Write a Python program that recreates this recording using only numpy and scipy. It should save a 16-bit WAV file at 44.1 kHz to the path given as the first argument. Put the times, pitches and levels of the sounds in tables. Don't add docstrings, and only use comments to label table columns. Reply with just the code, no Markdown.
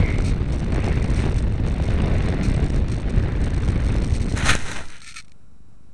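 import sys
import numpy as np
from scipy import signal
from scipy.fft import rfft, irfft
from scipy.io import wavfile

SR = 44100
rng = np.random.default_rng(int(sys.argv[2]) if len(sys.argv) > 2 else 0)


def waveform_to_disk(signal):
    frames = np.transpose(np.atleast_2d(signal))
    scaled = np.clip(frames, -1, 1) * 32767
    samples = np.round(scaled).astype(np.int16)
    wavfile.write(sys.argv[1], SR, samples)


N = 261513
TIME = np.arange(N) / SR
GRASS_S, DOWN_S, STOP_S = 4.3, 4.52, 4.993

# frequency in Hz, relative level in dB.
GEAR_SPECTRUM = [(900, -37.5), (2000, 4.5), (3300, -2), (4300, 4), (4800, -3.5), (5700, 3), (6400, -0.5),
                 (7100, -5.5), (8150, -3), (8520, 6), (9000, -8), (10300, -11.5), (11200, -27),
                 (12000, -29)]
# frequency in Hz, relative level in dB.
CRACKLE_SPECTRUM = [(3000, -18), (5000, -2.5), (6100, 6), (7200, -1.5), (8600, 0.5), (9500, -5.5),
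                    (10300, -6), (11200, -25.5), (12000, -36)]
# frequency in Hz, width in Hz, relative level in dB.
HULL_MODES = [(1250, 22, -4), (1362, 40, -3), (1604, 18, 4), (1727, 16, -1), (1774, 20, -3), (1884, 20, -1),
              (2097, 20, -5), (2160, 30, -7), (2369, 22, -6), (2582, 24, -6), (3095, 24, -7),
              (3930, 60, -7), (6200, 200, -13)]


def undb(db):
    return 10 ** (np.asarray(db) / 20)


def unit(x):
    return x / np.sqrt(np.mean(x ** 2))


def noise():
    return rng.standard_normal(N)


def wander(hz):
    return unit(signal.sosfilt(signal.butter(2, hz, fs=SR, output="sos"), noise()))


def colour(x, points):
    hz, db = np.transpose(points)
    size = 2 ** 19
    octave = np.log2(np.maximum(np.fft.rfftfreq(size, 1 / SR), 1))
    outside = np.abs(octave - np.clip(octave, np.log2(hz[0]), np.log2(hz[-1])))
    cepstrum = irfft(np.log(undb(np.interp(octave, np.log2(hz), db) - 20 * outside)))
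    cepstrum[1:size // 2] *= 2
    cepstrum[size // 2 + 1:] = 0
    return irfft(rfft(x, size) * np.exp(rfft(cepstrum)))[:N]


def ring(x, modes):
    return sum(undb(db) * signal.lfilter(*signal.iirpeak(hz, hz / width, fs=SR), x)
               for hz, width, db in modes)


def grains(rate, spread_db):
    return (rng.random(N) < rate / SR) * noise() * undb(spread_db * np.clip(noise(), -2, 2))


def strike(times, peaks_db, response):
    hits = np.zeros(N)
    hits[(np.asarray(times) * SR).astype(int)] = undb(peaks_db)
    return signal.fftconvolve(hits, response / np.abs(response).max())[:N]


def fade(start, length):
    return np.clip(1 - (TIME - start) / length, 0, 1)


def swell(centre, rise, fall):
    return np.exp(-((TIME - centre) / np.where(TIME < centre, rise, fall)) ** 2)


def ground_speed():
    return fade(DOWN_S, STOP_S - DOWN_S)


def grass_depth():
    return 1 - fade(GRASS_S, DOWN_S - GRASS_S)


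def wind():
    # frequency in Hz, relative level in dB.
    buffet_spectrum = [(12, -7), (25, 0), (55, 1.5), (100, -1.5), (160, -7.5), (270, -14), (400, -27),
                       (700, -42)]
    flutter_spectrum = [(130, -13), (250, 1.5), (380, 3), (630, -4.5), (1000, -13), (2000, -24),
                        (4000, -36.5)]
    hiss_spectrum = [(300, -10), (700, -4), (1200, -2), (1700, -0.5), (2200, -1), (2900, -6), (3300, -11),
                     (3650, -6), (3850, -10.5), (4200, -10.5), (4800, -18), (7000, -28), (11000, -44)]
    # time in seconds, strength in dB about the usual flow.
    airflow = [(0, 6.5), (.2, -2.5), (.38, -3), (.6, -3.5), (.92, 5.5), (1.05, -0.5), (1.22, 5), (1.45, -6),
               (2.05, 6), (2.42, 2.5), (2.7, -1.5), (3.0, -2), (3.22, -0.5), (3.45, -2.5), (3.9, 1),
               (4.2, -6.5)]
    # centre in seconds, half width in seconds, boost in dB.
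    gusts = [(-0.007, 0.022, 8.5), (1.5, 0.19, 2.5), (2.037, 0.059, 1.5), (2.475, 0.085, 4.5),
             (3.22, .05, 5.5), (4.12, 0.12, 2)]
    flow_db = np.interp(TIME, *np.transpose(airflow))
    gust_db = sum(db * swell(centre, half, half) for centre, half, db in gusts)
    shelter_db = -11 * (1 - fade(DOWN_S, .05))
    burst = 2.53 * np.tanh(unit(wander(130) + 0.15 * wander(30)) / 2.13)
    buffet = unit(colour(noise() * undb(3.53 * burst), buffet_spectrum))
    buffet = unit(np.tanh(buffet / 3.9)) * undb(-20 + 0.35 * flow_db + gust_db + shelter_db)
    flutter = unit(colour(noise() * undb(3.2 * burst + 1.48 * wander(6.9)), flutter_spectrum))
    flutter *= undb(-34 + 0.72 * flow_db)
    hiss = unit(colour(noise() * undb(3.3 * burst + 2.8 * wander(303.7)), hiss_spectrum))
    hiss *= undb(-42 + 0.82 * flow_db)
    return buffet * ground_speed() + (flutter + hiss) * (1 - grass_depth() ** 2)


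def edge_tones():
    # centre in seconds, half width in seconds,
    # pitch in Hz, level in dB, wobble as a share of the pitch.
    whistles = [(0.09, 0.094, 2145, -33.5, 0.019), (.9, 0.21, 2115, -41.5, .11),
                (1.194, 0.1, 2200, -48, 0.14), (2.25, 0.42, 1978, -45.5, .14),
                (3.303, 0.19, 1807, -45.5, .17), (3.774, 0.28, 1756, -46, 0.18)]
    waver = wander(149.6)
    flicker = wander(97) + 1j * wander(130)
    tones = 0
    for centre, half, hz, db, wobble in whistles:
        tone = np.exp(2j * np.pi * np.cumsum(hz * (1 + wobble * waver)) / SR)
        tones += unit(np.real(flicker * tone)) * undb(db) * swell(centre, half, half)
    return tones


def servo_load():
    # start in seconds, length in seconds, level in dB.
    bouts = [(0, .32, -51), (0.516, .13, -52), (0.727, 0.7, -49), (1.67, 0.68, -50.5), (2.451, 0.33, -47.5),
             (2.88, 0.14, -49.5), (3.106, .14, -51.5), (3.404, 0.65, -49.5), (3.983, 0.36, -46),
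             (4.5, .7, -50.5)]
    idle_db, off_s, edge_s = -58.5, 5.22, 0.022
    load = undb(idle_db) * fade(off_s, edge_s)
    for start, length, db in bouts:
        gate = fade(start + length, edge_s) - fade(start - edge_s, edge_s)
        load = np.maximum(load, undb(db) * gate)
    return load


def servo_chatter():
    frame_hz = 50
    kicks = 0
    for lag_s, kick_db in [(-.0022, 0.5), (.0038, 3.5), (.0085, -15.5)]:
        frame, phase = np.divmod((TIME - lag_s) * frame_hz + 1.488, 1)
        size, jitter = rng.standard_normal((int(frame[-1]) + 1, 2))[frame.astype(int)].T
        age_s = (phase - .5) / frame_hz - 0.0013 * jitter
        width_s = np.where(age_s < 0, .0011, .0026)
        strength = undb(kick_db + 6 * np.minimum(size, .7))
        kicks += strength * np.exp(-np.abs(age_s / width_s) ** 3)
    rattle = 0.32 * unit(grains(2700, spread_db=1.5)) + noise()
    hunting = undb(2 * wander(10))
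    return unit(colour((kicks + 0.031) * rattle, GEAR_SPECTRUM)) * servo_load() * hunting


def eddy_pops():
    # time in seconds, peak level in dB.
    eddies = [(0.19, -17), (0.878, -14.5), (1.265, -17.5), (1.8, -17), (2.31, -35), (2.596, -20.5),
              (3.001, -28.5), (3.471, -22), (3.678, -25), (3.954, -17.5)]
    pop = colour(signal.unit_impulse(N), [(100, -3), (500, 6.5), (1200, -8), (3000, -20.5), (5000, -38)])
    return strike(*np.transpose(eddies), pop)


def servo_whirr():
    # start in seconds, length in seconds, gear level in dB,
    # motor growl in dB relative to the gears.
    moves = [(0.239, 0.079, -40, -3.5), (0.518, 0.033, -44.5, -14), (1.15, 0.11, -43.5, -13),
             (1.381, 0.015, -39, -15), (2.426, 0.056, -42, 0.5), (2.914, 0.021, -42.5, -8),
             (3.092, 0.015, -45.5, -5), (4.131, 0.058, -40, -15), (4.214, 0.024, -41.5, -9),
             (4.285, 0.06, -46.5, -12), (5.017, 0.0042, -41.5, -3), (5.024, 0.046, -47, -4),
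             (5.061, 0.075, -42.5, -3.5), (5.141, 0.018, -47.5, 0), (5.157, 0.056, -39.5, 1),
             (5.244, 0.013, -57.5, -5), (5.281, 0.005, -54, -15), (5.294, 0.0052, -61, -8),
             (5.318, 0.0047, -49.5, -19)]
    # frequency in Hz, width in Hz, relative level in dB.
    tray_modes = [(1380, 130, -4), (1810, 60, -2), (2300, 70, 1), (2490, 70, 0), (3640, 90, -5),
                  (4150, 80, -1), (6320, 70, -6), (10300, 250, -15)]
    drive, growl = np.zeros(N), np.zeros(N)
    for start, length, db, growl_db in moves:
        progress = (TIME - start) / length
        speed = np.interp(progress, [0, .1, .5, .95, 1], [0, 1, 1, .3, 0])
        drive += speed * undb(db)
        growl += speed * undb(db + growl_db)
    teeth = (1.03 * unit(grains(2500, spread_db=4.4)) + noise()) * undb(0.23 * wander(250))
    tray = colour(ring(teeth, tray_modes), [(700, -45), (1300, 9.5), (2300, 5), (11000, -1)])
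    return drive * unit(colour(teeth, GEAR_SPECTRUM)) + growl * unit(tray)


def grass_slide():
    # frequency in Hz, relative level in dB.
    swish_spectrum = [(500, -25.5), (1000, -10.5), (1400, 6.5), (1800, 5), (2400, 2), (3200, -3.5),
                      (4000, -2.5), (4900, -24), (6000, -21.5)]
    # time of hardest contact, rise and fall in seconds,
    # swish level in dB, then rumble and crackle in dB relative to the swish.
    scrapes = [(4.375, 0.018, 0.019, -32, -2.5, -8), (4.413, 0.021, 0.045, -31.5, -3.5, -13.5),
               (4.468, 0.02, .02, -25, -3, -5), (4.498, 0.016, 0.046, -19.5, -14.5, -12.5),
               (4.695, 0.036, 0.075, -39.5, -2.5, -6.5), (4.776, 0.018, 0.043, -41, 1.5, -18),
               (4.94, .035, 0.066, -45, -14, -17)]
    blades = unit(grains(4000, spread_db=2.3)) + 0.62 * noise()
    hull = unit(ring(np.roll(blades, SR // 500), HULL_MODES))
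    swish = unit(unit(colour(blades, swish_spectrum)) + 0.33 * hull)
    crackle = unit(colour(blades, CRACKLE_SPECTRUM))
    rumble = unit(colour(noise(), [(120, -3.5), (300, -5), (600, -9), (1000, -7.5)]))
    drag = undb(-38) * ground_speed() * grass_depth() ** 2
    slide = drag * (swish + undb(-5.5) * crackle + undb(-2) * rumble)
    for centre, rise, fall, db, rumble_db, crackle_db in scrapes:
        scrape = swish + undb(crackle_db) * crackle + undb(rumble_db) * rumble
        slide += undb(db) * swell(centre, rise, fall) * scrape
    contact = undb(wander(62))
    return contact * slide


def hull_knocks():
    # time in seconds, then peak levels of snap, ring and thud in dB.
    impacts = [(4.366, -39, -24.5, -23.5), (4.376, -19, -30, -29), (4.388, -22, -33, -30),
               (4.401, -34, -24, -25.5), (4.491, -28.5, -13, -14), (4.505, -35, -8, -13.5),
               (4.516, -29, -20, -14.5), (4.552, -13.5, -18.5, -9), (4.568, -33, -29, -30),
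               (4.591, -27, -42, -48), (4.716, -36, -19, -34), (4.769, -38, -29, -28),
               (4.807, -47, -33, -24)]
    times, snap_db, ring_db, thud_db = np.transpose(impacts)
    crack = noise() * np.exp(-TIME / 0.00041)
    snaps = strike(times, snap_db, colour(crack, CRACKLE_SPECTRUM))
    rings = strike(times, ring_db, ring(crack, HULL_MODES))
    thud = colour(signal.unit_impulse(N), [(40, 11.5), (200, -4), (600, -9), (1500, -27)])
    return snaps + rings - strike(times, thud_db, thud)


def hull_rocking():
    pressure = unit(colour(noise(), [(3, 2), (7, -2), (14, -15), (28, -49)]))
    return pressure * undb(-20.5) * ground_speed() * grass_depth()


def still_air():
    # frequency in Hz, relative level in dB.
    bed_spectrum = [(25, 0), (60, 3.5), (100, -3), (170, -10), (260, -15), (400, -19.5), (600, -23),
                    (900, -25), (1400, -25.5), (1900, -36), (2400, -33), (3200, -40), (9500, -39.5),
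                    (10800, -47), (12000, -65.5)]
    return unit(colour(noise(), bed_spectrum)) * undb(-52.5 + 0.58 * wander(6))


def camera_electronics():
    # frequency in Hz, peak level in dB.
    whine_tones = [(3892, -80.5), (5599, -82), (7402, -81.5), (9598, -84.5)]
    picture_hz = 24.55
    times = np.arange(.0225, TIME[-1], 1 / picture_hz)
    thump = ring(signal.unit_impulse(N), [(82.1, 60, 0.5), (157.6, 86, -2.5), (247, 110, -15)])
    thump = colour(thump, [(40, 2), (220, -0.5), (600, -20)])
    throb = strike(times, -44 + 1.5 * rng.standard_normal(len(times)), thump)
    whine = sum(undb(db) * np.sin(2 * np.pi * hz * TIME) for hz, db in whine_tones)
    return throb + whine


def scene():
    flight = wind() + edge_tones() + servo_chatter() + eddy_pops() + servo_whirr()
    landing = grass_slide() + hull_knocks() + hull_rocking()
    return (flight + landing + still_air() + camera_electronics())[None]


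def record(dry):
    offset, top_hz = -.016, 12000
    return signal.sosfilt(signal.ellip(10, .2, 80, top_hz, fs=SR, output="sos"), dry + offset)


dry = scene()
out = record(dry)
waveform_to_disk(out)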